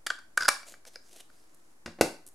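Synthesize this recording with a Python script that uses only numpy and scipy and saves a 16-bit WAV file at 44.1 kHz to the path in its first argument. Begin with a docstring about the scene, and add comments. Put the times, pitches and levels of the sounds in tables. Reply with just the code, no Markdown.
"""A hand-held circle punch is squeezed through cardstock: its lever clacks, the die creaks in and snaps through.
The card ticks and slides out, the punch touches the craft table and is set down with a sharp knock, and
fingers flick the card. Hard contacts are noise bursts and fading tones, creaks are wavering tones, and
sliding card is uneven noise.
A small, quiet room rings briefly behind a close microphone, over a faint hush of coloured noise."""
import sys
import numpy as np
from scipy import signal
from scipy.fft import rfft, irfft
from scipy.io import wavfile
from scipy.ndimage import uniform_filter1d

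SR = 44100
rng = np.random.default_rng(int(sys.argv[2]) if len(sys.argv) > 2 else 0)


def dump_mix(stems):
    """Bounce the given channels to the path in sys.argv[1] as a 16-bit WAV at rate SR."""
    frames = np.atleast_2d(stems).T  # one column per channel
    limited = np.clip(frames, -1, 1)  # hard clip at full scale
    pcm = np.round(limited * 32767).astype(np.int16)
    wavfile.write(sys.argv[1], SR, pcm)


N = 103282  # length of the scene in samples


def amp(db):
    """Turn decibels into a gain."""
    return 10 ** (np.asarray(db) / 20)


def add(out, start, x):
    """Mix a sound in at a time in seconds."""
    i = max(int(start * SR), 0)
    out[i:i + len(x)] += x[:max(N - i, 0)]


def colour(x, points):
    """Shape the spectrum through (Hz, dB) points without smearing backwards; white noise keeps its power."""
    hz, db = np.array(points, float).T
    bins_hz = np.arange(2049) * SR / 4096
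    gain = amp(np.interp(np.log(bins_hz + 1), np.log(hz), db))
    gain = gain / np.sqrt(np.mean(gain ** 2))
    # fold the cepstrum forwards, so that the filter responds as early as it can
    cepstrum = irfft(np.log(gain))
    cepstrum[1:2048] *= 2
    cepstrum[2049:] = 0
    response = irfft(np.exp(rfft(cepstrum)))
    return signal.fftconvolve(x, response)[:len(x)]


def fade(t60):
    """Exponential decay, half a second long, that falls by 60 dB in t60 seconds."""
    return np.exp(-np.log(1000) * np.arange(SR // 2) / SR / t60)


def crack(decay):
    """A short noise burst: its spectrum is levelled, then it is faded more gently than the decay."""
    env = fade(decay)
    burst = rng.standard_normal(len(env)) * env
    even = irfft(np.exp(1j * np.angle(rfft(burst))), len(env))  # same phases, equal strengths
    return even * env ** 0.19 * np.sqrt(np.sum(env ** 2))


def ring(modes, ratio, rise):
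    """Fading tones of a struck object, tuned by a ratio, that build up smoothly over the rise in seconds."""
    t = np.arange(SR // 2) / SR
    tones = sum(amp(db) * fade(t60) * np.sin(2 * np.pi * hz * ratio * t) for hz, db, t60 in modes)
    return (1 - np.exp(-(t / rise) ** 2)) * tones


def dull(x, hz):
    """A softer contact loses its treble above a frequency."""
    return signal.lfilter(*signal.butter(2, hz, fs=SR), x)


def grains():
    """Dense paper fibres that scrape in uneven catches: noise whose strength varies at two speeds."""
    fibres = np.repeat(rng.standard_normal(N // 32 + 1), 32)[:N]  # one strength for every 32 samples
    catch_s = 0.016
    catches = np.interp(np.arange(N) / SR / catch_s, np.arange(N), rng.standard_normal(N))
    size = amp(3.8 * fibres + 2 * catches)  # spreads in dB
    return rng.standard_normal(N) * size / np.sqrt(np.mean(size ** 2))


# The tint of the hush. 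Each row: frequency in Hz, relative level in dB.
HUSH_TINT = [(25, -0.5), (60, 5), (120, 2), (220, 2.5), (320, 8.5), (430, 0), (750, 0), (1500, -5),
             (3200, -17.5), (6000, -12), (11000, -12.5), (13000, -20), (16000, -27)]


def hush():
    """The faint hush of the quiet room is steady coloured noise."""
    return amp(-67.5) * colour(rng.standard_normal(N), HUSH_TINT)


# Clacks of the punch and ticks of the card. Each row: start in seconds, hollow ring level in dB,
# ring pitch in Hz, crack level in dB, crack decay setting in seconds,
# frequency in Hz above which the crack is dull.
CLACKS_AND_TICKS = [(0.0647, -34, 1340, -30, 0.046, 14500), (0.0676, -15, 1672, -26, 0.024, 13500),
                    (0.1024, -7.5, 1531, -28, 0.047, 6040), (0.154, -38, 1520, -51, 0.034, 11100),
                    (0.1873, -35.5, 1463, -46, 0.048, 7100), (0.375, -2.5, 1528, -18, 0.024, 10850),
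                    (0.4829, -1, 1394, -10.5, .011, 14500), (.488, -7.5, 1290, -7, 0.014, 12050),
                    (0.6313, -50, 1386, -35, 0.0092, 3200), (0.7403, -40, 1630, -38.5, 0.016, 3130),
                    (0.8519, -57, 1580, -43, 0.015, 10000), (0.9579, -37.5, 1690, -36, 0.0067, 5500),
                    (1.299, -45, 1506, -55.5, 0.022, 3965)]
# Tones of the hollow ring. Each row: multiple of the ring pitch, level in dB, fade time (60 dB) in seconds.
HOLLOW_TONES = [(.42, -25.5, 0.025), (.8, -16, 0.03), (1, 1, 0.018), (1.2, -20.5, 0.038),
                (2.15, -26.5, 0.013), (3.05, -29, 0.031)]
# Tones of the high ping. Each row: pitch in Hz before tuning, level in dB against its crack,
# fade time (60 dB) in seconds.
PING_TONES = [(2430, -19, .085), (4850, -12, .014), (5230, -17, .012), (5900, -15, 0.016),
              (7820, -14, 0.018)]
# The tint of the cracks and pings. 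Each row: frequency in Hz, relative level in dB.
CLACK_TINT = [(120, -13.5), (300, -6.5), (550, 1), (950, 0.5), (1700, 8), (2150, -1), (2700, -3),
              (3300, -5), (5000, 1), (6800, -3.5), (10500, 0.5), (12500, -8.5), (16000, -21.5)]


def clacks_and_ticks():
    """Each clack or tick is a crack, a short high ping and a brief hollow ring."""
    rings, cracks = np.zeros((2, N))
    ping = ring(PING_TONES, 0.95, 0.00022)
    for start, ring_db, hz, crack_db, decay, dull_hz in CLACKS_AND_TICKS:
        add(rings, start, amp(ring_db) * ring(HOLLOW_TONES, hz, 0.0022))
        add(cracks, start, amp(crack_db) * dull(crack(decay) + ping, dull_hz))
    return rings + colour(cracks, CLACK_TINT)


# Clinks of the lever. Each row: start in seconds, level in dB.
LEVER_TAPS = [(.065, -28), (.0678, -23), (.1027, -24), (.1065, -30)]
# Tones of the lever. Each row: pitch in Hz before tuning, relative level in dB, fade time (60 dB) in seconds.
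LEVER_TONES = [(3330, 0, .009), (4700, -2, .013), (7640, -11, .016)]


def lever():
    """The lever clinks: each tap sets off the same few fast-fading tones."""
    clinks = np.zeros(N)
    for start, db in LEVER_TAPS:
        add(clinks, start, amp(db) * ring(LEVER_TONES, 0.98, 0.00022))
    return clinks


# The tint of the room's echo. Each row: frequency in Hz, relative level in dB.
ROOM_TINT = [(60, -7), (200, -2), (310, 2), (430, -5), (950, -0.5), (1350, -4), (1650, -1.5), (2450, -1.5),
             (5000, 0.5), (9000, 0), (12000, -3.5), (16000, -3.5)]


def room_tail():
    """Diffuse reflections that set in after a few milliseconds; bass and treble die sooner than the middle."""
    noise = rng.standard_normal(SR // 2)
    size = len(noise)
    hz = np.arange(size // 2 + 1) * SR / size
    bass = irfft(rfft(noise) * (hz < 815), size)
    treble = irfft(rfft(noise) * (hz > 5100), size)
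    middle = noise - bass - treble
    onset_s = 0.0052
    onset = 1 - np.exp(-(np.arange(size) / SR / onset_s) ** 2)
    tail = onset * (bass * fade(0.31) + middle * fade(0.35) + treble * fade(0.32))
    return colour(tail / np.sqrt(np.sum(tail ** 2)), ROOM_TINT)


# The card slides and catches on the punch and skin. Each row: strongest moment in seconds, swell time in seconds,
# fall time in seconds, level in dB before the edge sings, resonance of the edge in Hz.
RUBS = [(0.3737, 0.0013, 0.0023, -41.5, 5000), (0.682, 0.033, 0.088, -53.5, 7000),
        (0.87, 0.011, 0.026, -53.5, 5800), (0.95, 0.035, 0.02, -58.5, 4600),
        (1.186, 0.087, 0.038, -61, 2900), (1.161, 0.008, .016, -55.5, 3250), (1.206, 0.02, 0.01, -53, 3100),
        (1.122, .13, 0.069, -64, 6200), (1.366, 0.16, 0.16, -68.5, 4900), (1.642, 0.2, 0.19, -73, 7000)]
# The tint of the scrapes. Each row: frequency in Hz, relative level in dB.
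RUB_TINT = [(150, -8.5), (350, 1.5), (660, 6), (1050, -8), (1700, -1.5), (2400, -2.5), (4200, -1),
            (6500, -0.5), (10500, 0), (13000, -7.5), (16000, -27)]


def scrapes():
    """The card scrapes out of the slot: swells of fibre noise with a resonance added for the singing edge."""
    t, fibres, out = np.arange(N) / SR, grains(), np.zeros(N)
    for at, swell, fall, db, hz in RUBS:
        swelling = np.exp(-2 * ((t - at) / np.where(t < at, swell, fall)) ** 2)
        scrape = amp(db) * swelling * fibres
        edge = signal.lfilter(*signal.iirpeak(hz, 7, fs=SR), scrape)
        out += scrape + edge
    return colour(out, RUB_TINT)


def squeal(hz, wobble):
    """Friction locked onto a resonance: a tone whose pitch strays at random by the wobble, a share of the pitch."""
    drift = uniform_filter1d(rng.standard_normal(N), size=48)
    pitch = hz * (1 + wobble * drift / drift.std())
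    return np.sin(2 * np.pi * np.cumsum(pitch) / SR)


# Slips of the die as it bites into the card and lets go. Each row: strongest moment in seconds, length in seconds,
# squeak level in dB, shrill squeak level in dB, rasp level in dB.
SLIPS = [(0.426, 0.07, -39.5, -58, -41.5), (0.4091, .011, -26, -32.5, -33),
         (0.414, 0.0065, -26.5, -40.5, -45.5), (0.4234, .0035, -28, -27.5, -29.5),
         (0.426, .006, -23.5, -35, -40.5), (0.434, 0.009, -25.5, -33.5, -37.5),
         (0.45, 0.01, -33, -35.5, -37), (0.4559, 0.0055, -22, -33, -34.5),
         (0.4606, 0.009, -27.5, -36.5, -36.5), (0.482, 0.0044, -20, -23, -27),
         (.9592, .004, -73, -38, -42.5)]
# The tint of the rasp. Each row: frequency in Hz, relative level in dB.
RASP_TINT = [(200, -8), (900, -2), (1600, 4.5), (2500, -4.5), (4200, -4), (4950, 6), (5900, -4),
             (10500, -9.5), (13000, -21), (16000, -42)]


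def cutting():
    """The die slips in spurts: housing and die squeak while fibres tear."""
    squeak, shrill, rasp = np.zeros((3, N))
    for centre, length, *levels in SLIPS:
        spurt = np.hanning(int(length * SR))
        for layer, db in zip((squeak, shrill, rasp), levels):
            add(layer, centre - length / 2, amp(db) * spurt)
    squeaks = squeak * squeal(1526, 0.07) + shrill * squeal(4940, 0.035)
    return squeaks + colour(rasp * grains(), RASP_TINT)


# Flaps of the card. Each row: start in seconds, level in dB.
FLAPS = [(.867, -50.5), (.959, -44.5)]


def flaps():
    """The card flaps free: each flap is one low, fast-fading tone."""
    out = np.zeros(N)
    for start, db in FLAPS:
        add(out, start, ring([(495.69, db, 0.041)], 1, 0.0012))
    return out


# Flicks of the card's edge. Each row: start in seconds, level in dB.
FLICKS = [(1.546, -53), (2.265, -42.5), (2.2713, -48), (2.276, -43.5), (2.287, -46.5)]
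# The tint of the flicks. Each row: frequency in Hz, relative level in dB.
FLICK_TINT = [(300, -1), (2000, -18), (5000, -9.5), (7000, -3), (9300, 3), (12000, 0.5), (16000, -32.5)]


def flicks():
    """Fingertips flick the card's edge: each flick is a small crack."""
    out = np.zeros(N)
    for start, db in FLICKS:
        add(out, start, amp(db) * crack(0.024))
    return colour(out, FLICK_TINT)


# The punch meets the table. Each row: start in seconds, thud level in dB, thud pitch in Hz before tuning,
# table ring level in dB, shell ring level in dB, crack level in dB, crack decay setting in seconds,
# frequency in Hz above which the crack is dull.
KNOCKS = [(1.860, -22.5, 280, -14.5, -32, -31.5, 0.053, 5610),
          (1.877, -30, 110, -1, -54, -40.5, 0.044, 3000),
          (1.9875, -38.5, 400, -18.5, -48.5, -46, 0.21, 2430),
          (2.0104, 7.5, 463, -1.5, -12, -15.5, 0.05, 10900), (2.0406, -15, 430, -19, -47, -38, 0.04, 7000)]
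# Tones of the table top. Each row: pitch in Hz before tuning, level in dB before the thud's softness,
# fade time (60 dB) in seconds.
TABLE_TONES = [(82.4, -40.5, 0.19), (172.4, -42, 0.36), (234.6, -25, 0.11), (334.8, -14, 0.045),
               (490, -8, 0.023), (550, -19, 0.072), (694, -15, 0.06), (927, -30.5, 0.03)]
# Tones of the punch's metal shell. Each row: pitch in Hz, relative level in dB, fade time (60 dB) in seconds.
SHELL_TONES = [(1520, -7, 0.04), (1950, -5, .016), (2740, 0, 0.016), (4250, -1, 0.006), (5080, -3, 0.009),
               (6090, -8, .011)]
# The tint of the knocks' cracks. Each row: frequency in Hz, relative level in dB.
KNOCK_TINT = [(80, -8.5), (600, 0.5), (1100, -1.5), (1600, -0.5), (2300, -2.5), (3200, -11), (4500, -3),
              (7000, -7), (11000, -5), (13000, -9.5), (16000, -19.5)]


def table():
    """The punch is put down: the contact thuds and cracks over the ringing table top, and the punch's shell rings."""
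    out, cracks = np.zeros((2, N))
    for start, thud_db, hz, top_db, shell_db, crack_db, decay, dull_hz in KNOCKS:
        thud = ring([(hz, thud_db, 0.0085)], 0.98, 0.0012)
        # a soft thud barely moves the table tones above its own pitch
        moved = [(f, db - 20 * np.log10(1 + (f / hz) ** 2), t60) for f, db, t60 in TABLE_TONES]
        add(out, start, thud + amp(top_db) * ring(moved, 0.99, 0.0012))
        add(out, start, amp(shell_db) * ring(SHELL_TONES, 1, 0.0015))
        add(cracks, start, amp(crack_db) * dull(crack(decay), dull_hz))
    return out + colour(cracks, KNOCK_TINT)


# The tint of the difference between left and right. Each row: frequency in Hz, relative level in dB.
SIDE_TINT = [(200, -16.5), (700, -5.5), (1400, -2), (2700, 2), (6000, -3), (13000, 1)]


def scene():
    """Hands and table in the centre, the room and its faint hush around them."""
    hands = clacks_and_ticks() + lever() + scrapes() + cutting() + flaps() + flicks()
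    knocks = table()
    send = amp(-12) * hands + amp(-8) * knocks  # what reaches the room
    echo_mid, echo_side = (signal.fftconvolve(send, room_tail())[:N] for _ in range(2))
    mid = hands + knocks + echo_mid + hush()
    side = colour(amp(-3.5) * echo_side + amp(3.5) * hush(), SIDE_TINT)
    return np.array([mid + side, mid - side])


def record(dry):
    """The recorder cuts the top above 15800 Hz and sits slightly off zero."""
    top_cut = signal.ellip(8, 0.2, 70, 15800, fs=SR, output="sos")
    return signal.sosfilt(top_cut, dry) - 0.0019


dry = scene()
out = record(dry)
dump_mix(out)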